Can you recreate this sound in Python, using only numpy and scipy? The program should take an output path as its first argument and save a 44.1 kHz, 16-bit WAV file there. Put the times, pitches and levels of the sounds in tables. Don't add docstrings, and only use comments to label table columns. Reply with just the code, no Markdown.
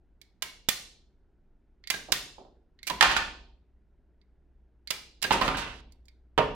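import sys
import numpy as np
from scipy import signal
from scipy.fft import rfft, irfft
from scipy.io import wavfile
from scipy.ndimage import uniform_filter1d

SR = 44100
rng = np.random.default_rng(int(sys.argv[2]) if len(sys.argv) > 2 else 0)


def waveform_to_disk(signal):
    frames = np.transpose(np.atleast_2d(signal))
    scaled = np.clip(frames, -1, 1) * 32767
    samples = np.round(scaled).astype(np.int16)
    wavfile.write(sys.argv[1], SR, samples)


N = 288842

BANDS_HZ = 31.25 * 2 ** (np.arange(19) / 2)
BLOW_SAMPLES = 6144
LN_1000 = np.log(1000)


def undb(db):
    return 10 ** (np.asarray(db) / 20)


def unit(x):
    return x / np.sqrt(np.sum(x ** 2, axis=-1, keepdims=True) + 1e-18)


def at(table, hz, column=1):
    rows = np.array(table, float)
    return np.interp(np.log(hz), np.log(rows[:, 0]), rows[:, column])


def add(track, s, sound):
    i = max(int(round(s * SR)), 0)
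    part = sound[..., :max(track.shape[-1] - i, 0)]
    track[..., i:i + part.shape[-1]] += part


def band_noise(size):
    hz = np.maximum(np.arange(size // 2 + 1) * SR / size, 1)
    share = np.maximum(1 - 2 * abs(np.log2(hz / BANDS_HZ[:, None])), 0)
    return irfft(share * np.exp(2j * np.pi * rng.random(len(hz))), size)


# (frequency [Hz], relative density [dB])
RUMBLE_COLOUR = [(12, -34.5), (20, -3), (65, -10), (93, -20), (328, -24), (356, -24), (386, -24),
                 (494, -33.5), (567, -32.5), (903, -36), (1190, -41), (1440, -38), (14000, -65.5)]
# (time [s], level [dB])
HUM_LEVELS = [(0, -68), (1.5, -78), (2.5, -70), (3.8, -64.5), (6.5, -63)]


def room_tone(rumble_db=-63.5, side_db=-14, hum_hz=60.5):
    hz = np.maximum(np.arange(N // 2 + 1) * SR / N, 1)
    spectrum = rfft(rng.standard_normal((2, N))) * undb(at(RUMBLE_COLOUR, hz))
    mid, side = unit(irfft(spectrum, N)) * np.sqrt(N)
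    t = np.arange(N) / SR
    hum_rms = undb(np.interp(t, *np.transpose(HUM_LEVELS)))
    hum = hum_rms * np.sqrt(2) * np.sin(2 * np.pi * hum_hz * t)
    return undb(rumble_db) * (mid + undb(side_db) * np.array([side, -side])) + hum


# (frequency [Hz], gain at resonance [dB], t60 [s])
STANDING_WAVES = [(36.6, 9, 1.3), (60, 17.5, 2.4), (130.4, 9.5, 1.1), (185.4, 4.5, 0.24)]


def standing_waves(t):
    hz, db, t60 = np.transpose(STANDING_WAVES)[:, :, None]
    rate = LN_1000 / t60
    return np.sum(undb(db) * 2 * rate / SR * np.exp(-rate * t) * np.sin(2 * np.pi * hz * t), axis=0)


# (frequency [Hz], t60 [s], tail gain [dB])
ROOM_DECAY = [(40, 1.2, 10.5), (60, 0.91, 4), (127, 0.58, -3), (268, 0.85, 4), (696, 0.55, -5.5),
              (1500, 0.35, -3.5), (3700, 0.55, -7), (8000, 0.47, -9.5), (15000, 0.28, -8.5)]


def room_tail(x, build_s=0.0022, bass_build_cycles=2.1, alike_hz=1100, right_db=1.0):
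    t = np.arange(SR * 3 // 2) / SR
    hz = BANDS_HZ[:, None]
    build = 1 - np.exp(-(t / (build_s + bass_build_cycles / hz)) ** 2)
    envelope = build * np.exp(-LN_1000 * t / at(ROOM_DECAY, hz))
    gain = undb(at(ROOM_DECAY, BANDS_HZ, column=2)) * np.sqrt(BANDS_HZ * np.log(2) / SR)
    alike = 0.21 + 0.78 / (1 + (BANDS_HZ / alike_hz) ** 2)
    mid = (gain * np.sqrt((1 + alike) / 2)) @ unit(band_noise(len(t)) * envelope)
    side = (gain * np.sqrt((1 - alike) / 2)) @ unit(band_noise(len(t)) * envelope)
    response = np.array([mid + side, (mid - side) * undb(right_db)]) + standing_waves(t)
    return signal.fftconvolve(x, response, axes=1)[:, :N]


# (delay [s], gain [dB])
EARLY_ECHOES = [(.0038, -20), (0.0093, -17.5)]


def near_field(x, right_db=2.5, left_db=-8.5, shadow_hz=250, left_lag_samples=3):
    close = x.copy()
    for delay, db in EARLY_ECHOES:
        add(close, delay, undb(db) * x)
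    left, right = np.roll(close[0], left_lag_samples), close[1]
    bass = signal.sosfilt(signal.butter(1, shadow_hz, fs=SR, output="sos"), left)
    return np.array([undb(left_db) * (left - bass) + undb(right_db) * bass, undb(right_db) * right])


def ringing(hz, t60):
    t = np.arange(BLOW_SAMPLES) / SR
    cycles = hz[:, None] * t
    phase = 2 * np.pi * rng.random((len(hz), 1))
    envelope = (1 - np.exp(-2 * cycles)) * np.exp(-LN_1000 * t / t60[:, None])
    return unit(np.sin(2 * np.pi * cycles + phase) * envelope)


def blow(bass_db, treble_db, ring_s, main_hz, main_db, colour, modes, *, modes_db, main_t60,
         chatter_s, rebound_db, crack_db, room_ring_db, damping=0.29, scatter_s=0.08):
    t = np.arange(BLOW_SAMPLES) / SR
    tilt = [(450, bass_db), (1400, 0.0092), (3600, 0.0037), (8000, treble_db)]
    gain = unit(undb(at(colour, BANDS_HZ) + at(tilt, BANDS_HZ)) * np.sqrt(BANDS_HZ))
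    t60 = np.maximum(ring_s, 0.003) * (np.maximum(BANDS_HZ, 400) / 2500) ** -damping
    fade = np.exp(-2 * LN_1000 * t / t60[:, None])
    power = fade.copy()
    for delay in (chatter_s / 2, chatter_s):
        add(power, delay, undb(rebound_db) ** 2 * fade)
    rise = 1 - np.exp(-4 * t * BANDS_HZ[:, None])
    noise = np.array([band_noise(BLOW_SAMPLES), band_noise(BLOW_SAMPLES)])
    shared, own = unit(noise * np.sqrt(power) * rise)
    alike = at([(200, 0.8), (1500, 1.0), (8000, 0.61)], BANDS_HZ)
    left = (gain * alike) @ shared + (gain * np.sqrt(1 - alike ** 2)) @ own
    right = gain @ shared
    scattered = gain @ unit(noise[..., ::-1] * rise * np.exp(-LN_1000 * t / scatter_s))
    hz, db, mode_t60 = np.transpose(modes)
    contact_db = 2.9 * rng.standard_normal(len(hz))
    strength = undb(db + at(tilt, hz) - max(bass_db, treble_db, 0) + contact_db)
    ring = undb(modes_db) * strength @ ringing(hz, mode_t60) / np.sqrt(len(hz))
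    main = undb(main_db) * ringing(np.array([main_hz]), np.array([main_t60]))
    sound = np.array([left, right, *scattered])
    sound += (ring + main) * undb([[0], [0], [room_ring_db], [room_ring_db]])
    cycles = t[:BLOW_SAMPLES // 8] * BANDS_HZ[:, None]
    crack = unit(gain @ unit(np.exp(-3 * cycles) * np.cos(2 * np.pi * cycles)))
    add(sound, 0, undb(crack_db) * crack)
    return unit(sound)


def contacts(events, bass_db, ring_s, main_db, bass_slope=0, main_slope=0, rattle_per_db=0):
    loudest = max(row[1] for row in events)
    voiced = []
    for s, db, hardness, hz in events:
        rattle_s = ring_s * np.exp(rattle_per_db * (loudest - db))
        bass, main = bass_db - bass_slope * hardness, main_db - main_slope * hardness
        voiced.append((s, db, bass, hardness, rattle_s, hz, main))
    return voiced


def blows(events, colour, modes, room_db, **body):
    track = np.zeros((4, N))
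    for s, db, *timbre in events:
        add(track, s, undb(db) * np.sqrt(SR * 0.01) * blow(*timbre, colour, modes, **body))
    return track * undb([[0], [0], [room_db], [room_db]])


# (time [s], level [dB])
JOLT_EVENTS = [(.687, -31), (2.1206, -35), (3.016, -35.5), (6.379, -29.5)]


def jolts(push_s=0.00013):
    t = np.arange(BLOW_SAMPLES) / SR
    push = unit(t * np.exp(-t / push_s))
    track = np.zeros(N)
    for s, db in JOLT_EVENTS:
        add(track, s, undb(db) * np.sqrt(SR * 0.01) * push)
    return track


# (time [s], level [dB], hardness [dB], main resonance [Hz])
TICK_EVENTS = [(.215, -50, 6, 2230), (1.839, -51, -16.5, 2044), (1.8732, -38, 0, 4540),
               (2.79, -57.5, -16, 1880), (2.8305, -42.5, 1, 2100), (4.215, -67.5, -9.5, 1992),
               (4.8738, -38.5, -1.5, 4190), (5.218, -41, 3, 4840), (5.922, -59, 12, 4490),
               (6.055, -65.5, 14, 6869), (6.083, -55.5, 2.5, 2305)]
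# (frequency [Hz], relative density [dB])
TICK_SPECTRUM = [(100, -20.5), (1000, -21.5), (1400, -15.5), (2000, -0.5), (2830, -5.5), (4000, 5),
                 (5660, -3), (10000, -12.5), (15000, -16.5)]
# (frequency [Hz], level [dB], t60 [s])
SMALL_PART_MODES = [(1930, -4.5, 0.065), (2150, 2, 0.119), (3820, -2.5, .03), (4296, 1, 0.031),
                    (4750, 0, .05)]


def ticks():
    touches = contacts(TICK_EVENTS, bass_db=-4.5, ring_s=0.034, main_db=-3)
    return blows(touches, TICK_SPECTRUM, SMALL_PART_MODES, modes_db=-1, main_t60=0.032,
                 chatter_s=0.002, rebound_db=-15, crack_db=-23, room_db=-5, room_ring_db=-4.5)


# (time [s], level [dB], hardness [dB], main resonance [Hz])
LANDING_KNOCKS = [(6.378, -17.5, 0, 980), (6.3845, -16, -5.5, 1093), (6.402, -26, -14, 272)]
# (frequency [Hz], relative density [dB])
LANDING_SPECTRUM = [(30, -7), (60, -14), (120, -0.5), (250, -6.5), (450, -4), (700, 1), (1000, -2),
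                    (1500, -3), (2100, -11), (3000, -4.5), (4300, -20), (6500, -25.5), (10000, -37),
                    (15000, -53)]
# (frequency [Hz], level [dB], t60 [s])
TABLE_TOP_MODES = [(128.2, 0, 0.29), (156.8, -19, .25), (265, 1, 0.56), (430.3, 4.5, .25), (470, 4, 0.37),
                   (594, 4, 0.37), (635, 5.5, 0.15), (768, 4.5, 0.12), (941, 10.5, 0.12), (1090, 7.5, 0.28),
                   (1192, -2.5, 0.21), (1747, 3.5, 0.081)]


def landing():
    knocks = contacts(LANDING_KNOCKS, bass_db=-3, ring_s=0.058, main_db=-7, bass_slope=0.3)
    return blows(knocks, LANDING_SPECTRUM, TABLE_TOP_MODES, modes_db=0, main_t60=0.058,
                 chatter_s=0.0017, rebound_db=-22, crack_db=-20, room_db=-3.5, room_ring_db=-6)


def toppling(start_s=5.3075, first_db=-17.5, first_hz=858, hardness_db=-17,
             flight_s=0.1057, flight_kept=0.62, loss_db=4, pitch_rise=1.19):
    slaps, s = [], start_s
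    for bounce in range(3):
        db = first_db - loss_db * np.sqrt(bounce)
        hz = first_hz * pitch_rise ** bounce
        near_edge = (s, db, hardness_db, hz)
        far_edge = (s + 0.008, db - 3, hardness_db, hz * 1.102)
        slaps += [near_edge, far_edge]
        s += flight_s * flight_kept ** bounce
    return slaps


# (time [s], level [dB], hardness [dB], main resonance [Hz])
TARGET_HITS = [(3.0095, -12, 1.5, 1810), (3.0252, -14, 1, 863), (3.0295, -20, -8, 905),
               (3.0422, -23.5, -5.5, 1518), (3.096, -24, -7, 1940), (3.111, -25.5, 1.5, 1680),
               (3.165, -19, 0.5, 1438), (5.3225, -24, 9, 2803), (5.335, -30.5, -7, 660),
               (5.4132, -29.5, 6, 1860), (5.446, -33.5, 8.5, 1230), (5.546, -30.5, -20, 1590),
               (5.5705, -27.5, 5.5, 946), (5.619, -32, -36, 1526), (5.67, -41, 2, 2260)]
# (frequency [Hz], relative density [dB])
CLATTER_SPECTRUM = [(30, -8), (60, -12), (120, -6.5), (250, -10.5), (450, -10), (700, -2), (1000, 0),
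                    (1500, -1.5), (2100, -5.5), (3000, -1), (4300, -7), (6500, -15), (10000, -23.5),
                    (15000, -41)]
# (frequency [Hz], level [dB], t60 [s])
CLATTER_MODES = [(686.5, 1.5, 0.37), (767, 1.5, .15), (914, 3.5, .2), (1044, -9.5, 0.18),
                 (1413, -3.5, 0.31), (1534, 3.5, .2), (1750, -1, 0.15), (2020, 0, 0.19), (2430, -3, .14),
                 (2677, -4, 0.34), (3130, -4.5, .1)]


def targets():
    hits = contacts(TARGET_HITS, bass_db=-9.5, ring_s=0.018, main_db=-2.5,
                    bass_slope=0.1, rattle_per_db=0.19)
    slaps = contacts(toppling(), bass_db=6, ring_s=0.013, main_db=2)
    return blows(hits + slaps, CLATTER_SPECTRUM, CLATTER_MODES, modes_db=-3.5, main_t60=0.033,
                 chatter_s=0.0032, rebound_db=-2.5, crack_db=-20, room_db=1, room_ring_db=-2.5)


# (time [s], level [dB], hardness [dB], main resonance [Hz])
GRIP_BUMPS = [(2.086, -40.5, 3.5, 730.6), (2.382, -44.5, -7, 918), (2.45, -52.5, 3.5, 340)]
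# (frequency [Hz], relative density [dB])
GRIP_SPECTRUM = [(40, 0), (120, -14), (330, -1.5), (550, -3.5), (850, 10.5), (1300, -30.5), (3000, -32),
                 (12000, -42.5)]
# (frequency [Hz], level [dB], t60 [s])
PISTOL_MODES = [(1040, -0.5, .05), (1600, 0, .07), (2290, -1, 0.067), (2370, 4, .05), (2845, 7.5, 0.075),
                (3450, -0.5, .07), (3930, -10, .04), (4330, -1.5, .05)]


def grip():
    bumps = contacts(GRIP_BUMPS, bass_db=3, ring_s=0.053, main_db=-5.5)
    return blows(bumps, GRIP_SPECTRUM, PISTOL_MODES, modes_db=-26, main_t60=0.08,
                 chatter_s=0.032, rebound_db=-7.5, crack_db=-26.5, room_db=-2.5, room_ring_db=-6.5)


# (time [s], level [dB], hardness [dB], main resonance [Hz])
PISTOL_SNAPS = [(.4222, -27.5, 0.5, 2230), (.6868, -18, 4, 3490), (1.9013, -21.5, 1, 2065),
                (1.94, -32, -17, 1614), (2.1203, -17.5, 0.5, 5015), (2.869, -33, 5, 2630),
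                (2.874, -30.5, 1, 2300), (2.881, -34.5, 0, 2320), (2.898, -28, -7, 1063),
                (2.906, -26, -24, 991), (4.905, -24, 0, 4870), (5.2252, -25, 3, 2820),
                (5.2398, -25.5, -9.5, 2840), (5.247, -26.5, -18.5, 1634)]
# (frequency [Hz], relative density [dB])
SNAP_SPECTRUM = [(30, -10), (60, -10.5), (120, -13), (250, -10.5), (450, -11), (700, -4), (1000, -6),
                 (1500, -2.5), (2100, 3), (3000, 1.5), (4300, 4), (6500, -1.5), (10000, -6), (15000, -12)]


def catch_and_slide():
    snaps = contacts(PISTOL_SNAPS, bass_db=-0.5, ring_s=0.027, main_db=-6.5,
                     bass_slope=0.67, main_slope=0.64)
    return blows(snaps, SNAP_SPECTRUM, PISTOL_MODES, modes_db=-10, main_t60=0.043,
                 chatter_s=0.004, rebound_db=1, crack_db=-23.5, room_db=-2, room_ring_db=-3)


def scene():
    sound = catch_and_slide() + ticks() + grip() + targets() + landing()
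    direct, into_room = sound[:2], sound[2:]
    tail = sum(room_tail(way[None]) for way in into_room) / np.sqrt(2)
    return near_field(direct + jolts()) + tail + room_tone()


def suppress(x, threshold_db=-96, depth_db=-9, size=512):
    bins = signal.stft(x, nperseg=size)[2]
    power = np.mean(abs(bins) ** 2, axis=0)
    power = uniform_filter1d(power, 5, axis=0)
    power = uniform_filter1d(power, 3, axis=1)
    keep = np.clip(power / (abs(power) + undb(threshold_db) ** 2), 0, 1)
    return signal.istft(bins * undb(depth_db * (1 - keep)), nperseg=size)[1][:, :N]


def record(dry):
    return signal.sosfilt(signal.ellip(12, 0.2, 90, 16000, fs=SR, output="sos"), suppress(dry))


dry = scene()
out = record(dry)
waveform_to_disk(out)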